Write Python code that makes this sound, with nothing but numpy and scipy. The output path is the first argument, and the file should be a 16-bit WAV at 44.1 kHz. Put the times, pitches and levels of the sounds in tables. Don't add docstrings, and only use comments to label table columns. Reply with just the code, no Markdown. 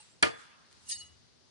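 import sys
import numpy as np
from scipy import signal
from scipy.fft import rfft, irfft
from scipy.io import wavfile
from scipy.ndimage import uniform_filter1d

SR = 44100
rng = np.random.default_rng(int(sys.argv[2]) if len(sys.argv) > 2 else 0)


def elevation(decibels):
    levels = np.asarray(decibels, float)
    return 10 ** (levels / 20)


def file_out(sig):
    cols = np.atleast_2d(sig).T
    lim = np.clip(cols, -1, 1)
    pcm = np.round(lim * 32767).astype(np.int16)
    wavfile.write(sys.argv[1], SR, pcm)


N = 66150
t = np.arange(N) / SR

# [f/Hz, level/dB]
AIR_COLOUR = [(45, -13), (90, -2), (250, -7), (800, -14.5), (2500, -18), (4700, -14), (6300, -19),
              (8000, -37)]
AIR_DB = -65
# [f/Hz, level/dB]
CLOTH_STIR = [(0, -61), (.1, -66.5), (.2, -83), (.36, -63.5), (.41, -56.5), (.5, -72.5), (.65, -91.5),
              (.72, -66.5), (.85, -65.5), (1.05, -66), (1.18, -74), (1.5, -87.5)]
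CLOTH_COLOUR = [(1000, -1), (4000, 0.5), (7000, -3), (10500, -7)]
# [t/s, level/dB]
MOTOR_COLOUR = [(50, -21.5), (80, 2), (130, -13), (200, -23), (240, -6.5), (300, -33)]
MOTOR_PASSING = [
    (0, -91.5),
    (.6, -84),
    (1., -65.5),
    (1.3, -77),
    (1.5, -80),
]
# [t/s, f/Hz, level/dB, t60/s, lag/rad]
ARM_BUMP = (-0.5, 69, -60, 0.57, 3.43)
# [f/Hz, level/dB, t60/s, right-port lag/rad, swell/s]
EARLIER_RING = [(4404, -55.5, 0.091, 3.1, .003), (3987, -54.5, 0.2, 1.5, 0.038),
                (7660, -55, 0.44, .5, 0.11), (8106, -60.5, 0.093, 0.67, 0.0061),
                (9220, -65.5, 0.5, 1.3, 0.0033), (860, -53, 0.0555, 1.64, 0.00477),
                (3670, -61.5, .2, 1.2, .04), (5840, -64.5, .4, 1.1, .08), (2760, -58.5, 0.074, 1.6, 0.0068)]

HIT_S = .2250
# [delay/s, level/dB]
BLOWS = [
    (.0016, -10),
    (.0030, -1.5),
    (.0056, 1),
    (.0082, -5),
    (0.0113, -5.5),
    (0.019, -13.5),
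    (.0365, -9),
    (0.044, -10),
]
SOFTER_DB = 72.5
# [f/Hz, level/dB, t60/s,
# lag/rad]
TARGET_MODES = [(121.5, -49, 0.27, 2.2), (247.8, -23, 0.034, 2.69), (321.3, -15, 0.03, 3.094),
                (460, -34.5, 0.31, 2.63), (602.8, -30.5, 0.097, 2.394), (750, -23.5, 0.023, 3.267),
                (982, -27, 0.019, 2.3), (1215, -24, 0.0978, 1.56), (1426.5, -20, 0.052, 2.2),
                (1761, -14.5, 0.0261, 1.712), (2079, -17.5, 0.044, 2.407), (2398.6, -20, 0.07, 2.126),
                (2947, -29, 0.04, 3.7), (3332.3, -17, 0.03, 1.3), (3920, -28.5, 0.017, 0.86),
                (4137, -21.5, 0.032, 0.72), (4534, -9.5, 0.025, 0.35), (81.3, -45.5, .12, .9)]
TIP_IN_GRAIN = [(7229, -49.5, 0.033, -0.77), (8684, -40, 0.015, -0.68), (9630, -47, 0.02, -1.2),
                (5806, -49, 0.042, 1.5)]
STUCK_KNIFE = [(1210, -52.5, 1, 2.137), (1611.6, -53, 0.685, 1.2), (1790.5, -53.5, 0.58, 1.9),
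               (2440, -48, 0.31, 2.4), (3431.7, -52, 0.766, .8), (4580, -46, 0.3, 1.9),
               (3360, -49, 0.15, 1.1)]
QUIVER_DB, QUIVER_RAD = 4, 1.1
# [f/Hz, t60/s]
NEAR_COLOUR = [(80, -27.5), (350, 1.5), (1200, -1), (2400, -3), (3900, -10.5), (4600, -13), (6500, -20.5),
               (10500, -27)]
NEAR_T60 = [(100, 0.38), (400, 0.245), (1000, 0.2183), (4000, 0.1884), (10000, 0.25)]
NEAR_DB, NEAR_RISE_S = -21, 0.0018
# [f/Hz, t60/s]
WOODS_COLOUR = [(80, -11), (400, -15.5), (1200, -5.5), (1700, -2), (2400, -6), (3400, -5), (5000, -13.5),
                (7000, -32.5), (10500, -43.5)]
WOODS_T60 = [(100, 0.96), (1500, 1.491), (4000, 0.65), (10000, .5)]
WOODS_DB, WOODS_RISE_S = -46.5, 0.032
LOW_CUT_HZ = 70

# [f/Hz, level/dB]
TICK_COLOUR = [(600, -8), (1100, -7), (3100, -5.5), (4500, 4), (6000, -3.5), (8500, -3.5), (10500, -4.5)]
TICK_S, TICK_DB = .7265, -48.5

# [t/s, level/dB]
DRAW_PRESSURE = [
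    (.80, -40.5),
    (.876, -17),
    (.889, 0.5),
    (.903, 2.5),
    (.925, -2),
    (.94, -16.5),
    (.97, -21.5),
    (1.03, -25),
    (1.1, -41.5),
]
# [f/Hz, level/dB]
GRIT_COLOUR = [(1400, -39.5), (1900, -7.5), (3000, 2), (4600, 0), (6000, 3.5), (7500, 0), (9300, 3),
               (10600, -9)]
GRIT_DB, GRIT_DULL_S = -42.5, 0.00558
# [f/Hz, level/dB, t60/s, lag/rad]
OTHER_KNIVES = [(2340, -88, 0.026, -2.5), (3253.5, -87.5, 0.017, -1.05), (4174, -72.5, 0.048, 1.34),
                (5376, -74, 0.033, 1.5), (6140, -66.5, 0.046, 3.5), (8044, -71, 0.046, 0),
                (8420, -73.5, 0.03, -0.02), (9210, -73.5, 0.039, -1.25), (10082, -68, 0.042, -1.5)]
# [f/Hz, draw level/dB, brush level/dB, t60/s, lag/rad, sway phase/rad]
DRAWN_KNIFE = [(1289, -82.5, -66.5, .4, -1.5, 2), (1877.3, -48.5, -90.5, 0.066, -2, 1),
               (2003, -73.5, -76, 0.54, -2.01, 0.35), (2902.6, -55, -43.5, 0.2253, 0.6429, 4.5),
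               (3740.4, -50.5, -74.5, 0.089, 1.1, 0.2), (4020, -66.5, -60, 0.23, 7.5, 0.78),
               (4363.7, -53.5, -46, 0.34, 1.5, 0.23), (4904, -53, -65.5, 0.191, 4, 1.62),
               (5080, -57.5, -63, 0.31, 4.5, 5.5), (6587, -49.5, -70.5, 0.2768, 4.5, -0.06),
               (7332, -63, -68.5, 0.31, 5, 1.76), (8134, -48.5, -61.5, .22, 3, 2.5),
               (9017, -52.5, -58.5, 0.17, 0.5, -2), (9792, -54.5, -52, 0.19, -1.5, -1.07),
               (4255, -56, -66, 0.11, -2.5, .3), (5980, -65.5, -59, .12, 8, 1.1),
               (6260, -59, -77.5, .12, 4.5, .4), (7650, -63, -77.5, .12, -1.98, 2.4),
               (9292, -60.5, -75, 0.089, -6.77, 1.3), (10340, -56, -78.5, 0.14, 2.22, .6)]
ROUGH = .012
BRUSH_S, BRUSH_RISE_S, BRUSH_FALL_S = 1.010, 0.00731, 0.0052
# [f/Hz, split/Hz]
MODE_SPLIT = [(2904, 6), (4362, 27), (5066, 22), (6590, 14.5), (8110, 25), (9049, 18), (9792, 30)]
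SWAY_DEPTH, PORT_SWAY_RAD = .85, .3
# [f/Hz, loss/dB]
FINGER_GRIP = [(3000, -0.27), (4030, -2.5), (4362, 24.5), (5066, 5.5), (6590, 2), (7332, 10), (9049, 8),
               (9792, 8)]
GRIP_S = 1.02
# [t/s, f/Hz, level/dB, t60/s, lag/rad]
EDGE_NICKS = [
    (0.8712, 2830, -53, 0.075, 1.07),
    (0.8902, 9230, -32.5, 0.062, 2.63),
    (0.8994, 9390, -34.5, 0.033, -1.14),
    (0.8998, 9860, -32.5, 0.025, 1.26),
    (0.908, 6500, -32, 0.042, 6.5),
    (0.918, 4900, -28, 0.039, -6),
    (.922, 2900, -35.5, 0.076, 0.54),
    (.927, 3780, -38, 0.0765, 0.68),
    (.938, 8100, -54, .08, -1.4),
]

# [f/Hz, correlation]
LIKE_HIT = [(60, -.1), (260, -.9), (700, -.75), (2400, -.3), (5000, .1), (8500, .5)]
LIKE_AIR = [(60, -0.45), (260, -.3), (1000, 0.09), (8000, -0.03)]
LIKE_TICK = [(100, 0.43), (8000, 0.41)]
# [f/Hz, level/dB]
NEAR_PORTS = [(60, 0), (400, 1.8453), (2400, -3), (3500, 4.5), (4800, 9.5), (6200, 5), (7200, -10),
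              (10500, -5.5)]
AIR_PORTS = [(100, 3.0), (500, -3.5), (2500, -1.0), (4800, 8.0), (7500, 5.5), (10000, 6.0)]
TOP_HZ = 10620


def on_hz(table, hz):
    f, value = np.array(table).T
    return np.interp(np.log(hz + 1), np.log(f), value)


def on_t(table):
    return np.interp(t, *np.array(table).T)


def walk(rate):
    k = int(SR / rate)
    steps = np.repeat(rng.standard_normal(N // k + 1), k)
    return 1.64 * uniform_filter1d(uniform_filter1d(steps, k), k)[:N]


def bands(colour, like, shape, grain_db=0.):
    hz = np.fft.rfftfreq(N, 1 / SR)
    raw = rng.standard_normal((2, N)) * elevation(grain_db * rng.exponential(size=N))
    c = np.clip(on_hz(like, hz), -1, 1)
    mid, side = rfft(raw) * elevation(on_hz(colour, hz)) * np.sqrt([1 + c, 1 - c])
    spec = np.array([mid + side, mid - side])
    spec = spec * N / np.sqrt(2 * np.sum(np.abs(spec[0]) ** 2))
    place = 2 * np.log2(hz / 30 + 1e-9)
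    first = int(2 * np.log2(colour[0][0] / 30))
    last = min(int(2 * np.log2(colour[-1][0] / 30)) + 2, 18)
    out = 0
    for k in range(first, last):
        band = irfft(spec * np.clip(1 - np.abs(place - k), 0, 1), N)
        out = out + band * shape(30 * 2 ** (k / 2))
    return out


def ring(drive, hz, db, t60, lag, wobble=0):
    pole = np.exp(2j * np.pi * hz / SR - np.log(1000) / (t60 * SR))
    z = signal.lfilter([1], [1, -pole], drive) * np.exp(1j * wobble)
    return elevation(db) * np.array([z.imag, (z * np.exp(1j * lag)).imag])


def fade(start, rise, t60):
    u = np.clip(t - start, 0, None)
    return (1 - np.exp(-u / rise)) * elevation(-60 * u / t60)


def clearing_air():
    swell = walk(1.1)
    return elevation(AIR_DB) * bands(AIR_COLOUR, LIKE_AIR, lambda hz: elevation(0.38 * swell + 1.1 * walk(8.7)))


def stirring_cloth():
    return bands(CLOTH_COLOUR, LIKE_AIR, lambda hz: elevation(on_t(CLOTH_STIR) + 0.8 * walk(35)), grain_db=2.5)


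def far_motor():
    return bands(MOTOR_COLOUR, LIKE_TICK, lambda hz: elevation(on_t(MOTOR_PASSING) + 2.5 * walk(11)))


def arm_bump():
    start, *mode = ARM_BUMP
    return ring(fade(start, .004, .05) / 300, *mode)


def earlier_ring():
    first = (np.arange(N) == 0) * 1.
    out = 0
    for *mode, swell in EARLIER_RING:
        tone = ring(first, *mode, wobble=0.55 * walk(50))
        out = out + tone * (1 - np.exp(-t / swell)) * elevation(3.5 * walk(30))
    return out


def tip_piercing():
    out = 0
    for mode in TIP_IN_GRAIN:
        rough = rng.standard_normal(N) + 3.475 * np.cos(2 * np.pi * mode[0] * t)
        out = out + ring(0.3576 * fade(HIT_S, .0001, 0.00353) * rough, *mode)
    return out


def planks_and_blade():
    delay, db = np.array(BLOWS).T
    at = ((HIT_S + delay) * SR).astype(int)
    out = 0
    for mode in TARGET_MODES:
        phase = np.exp(2j * np.pi * rng.random(len(at)))
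        force = np.zeros(N, complex)
        force[at] = elevation(db - SOFTER_DB * delay * mode[0] / 1000) * phase
        force = uniform_filter1d(force.real, size=7) + 1j * uniform_filter1d(force.imag, size=7)
        out = out + ring(force, *mode)
    return out


def quivering_knife():
    strike = 1. * (np.arange(N) == int((HIT_S + BLOWS[1][0]) * SR))
    out = 0
    for mode in STUCK_KNIFE:
        tone = ring(strike, *mode, wobble=QUIVER_RAD * walk(60))
        out = out + tone * elevation(QUIVER_DB * np.array([walk(40), walk(40)]))
    return out


def near_scatter():
    def decay(hz):
        return fade(HIT_S, NEAR_RISE_S, on_hz(NEAR_T60, hz)) * elevation(1.2 * walk(90))
    return elevation(NEAR_DB) * bands(NEAR_COLOUR, LIKE_HIT, decay, grain_db=2.0)


def woods_echo():
    def decay(hz):
        return fade(HIT_S, WOODS_RISE_S, on_hz(WOODS_T60, hz)) * elevation(2.3 * walk(25))
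    return elevation(WOODS_DB) * bands(WOODS_COLOUR, LIKE_AIR, decay)


def hit():
    whole = planks_and_blade() + tip_piercing() + quivering_knife() + near_scatter() + woods_echo()
    return signal.sosfilt(signal.butter(2, LOW_CUT_HZ, "high", fs=SR, output="sos"), whole)


def handle_tick():
    return elevation(TICK_DB) * bands(TICK_COLOUR, LIKE_TICK, lambda hz: fade(TICK_S, .0002, .012 + 10 / hz))


def pressure_db(hz):
    return np.interp(t - GRIT_DULL_S * np.log2(10000 / hz), t, on_t(DRAW_PRESSURE))


def scraping_grit():
    def scrape(hz):
        return elevation(pressure_db(hz) + 2.3 * walk(210))
    return elevation(GRIT_DB) * bands(GRIT_COLOUR, LIKE_AIR, scrape, grain_db=3.0)


def other_knives():
    out = 0
    for mode in OTHER_KNIVES:
        force = elevation(pressure_db(mode[0]) + 2 * walk(200)) * rng.standard_normal(N)
        out = out + ring(force, *mode)
    return out


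def sliding_blade():
    u = t - BRUSH_S
    brush = np.where(u < 0, np.exp(-(u / BRUSH_RISE_S) ** 2), np.exp(-np.abs(u) / BRUSH_FALL_S))
    closing = np.clip((t - GRIP_S) / 0.007, 0, 1)
    port_phase = np.array([[0], [PORT_SWAY_RAD]])
    out = 0
    for hz, db, brush_db, t60, lag, sway in DRAWN_KNIFE:
        steady = np.exp(2j * np.pi * (hz * t + rng.random()))
        scrape = elevation(db + pressure_db(hz)) * (0.001471 * steady + ROUGH * rng.standard_normal(N))
        force = scrape + elevation(brush_db) * 0.001874 * brush * steady
        angle = 2 * np.pi * on_hz(MODE_SPLIT, hz) * (t - .93) + sway + port_phase
        beat = 1 + SWAY_DEPTH * min(hz / 6500, 1) * np.cos(angle)
        out = out + ring(force, hz, 0, t60, lag) * beat * elevation(-on_hz(FINGER_GRIP, hz) * closing)
    return out


def catching_nicks():
    out = 0
    for start, *mode in EDGE_NICKS:
        burst = fade(start, 0.00095, 0.01945) * np.exp(2j * np.pi * mode[0] * t) / 100
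        out = out + ring(burst, *mode)
    return out


def drawn_knife():
    whole = scraping_grit() + other_knives() + sliding_blade() + catching_nicks()
    return signal.sosfilt(signal.butter(4, 1150, "high", fs=SR, output="sos"), whole)


def scene():
    air, cloth, motor = clearing_air(), stirring_cloth(), far_motor()
    near = cloth + hit() + drawn_knife() + handle_tick() + arm_bump() + earlier_ring()
    hz = np.fft.rfftfreq(N, 1 / SR)
    halves = np.array([[.5], [-.5]])
    near_spec = rfft(near) * elevation(on_hz(NEAR_PORTS, hz) * halves)
    air_spec = rfft(air + motor) * elevation(on_hz(AIR_PORTS, hz) * halves)
    return irfft(near_spec + air_spec, N)


def band_limit(x):
    return signal.sosfilt(signal.butter(12, 11210, fs=SR, output="sos"), x)


def record(dry):
    mix = signal.sosfilt(signal.ellip(10, .3, 75, TOP_HZ, fs=SR, output="sos"), dry)
    return band_limit(mix)


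dry = scene()
out = record(dry)
file_out(out)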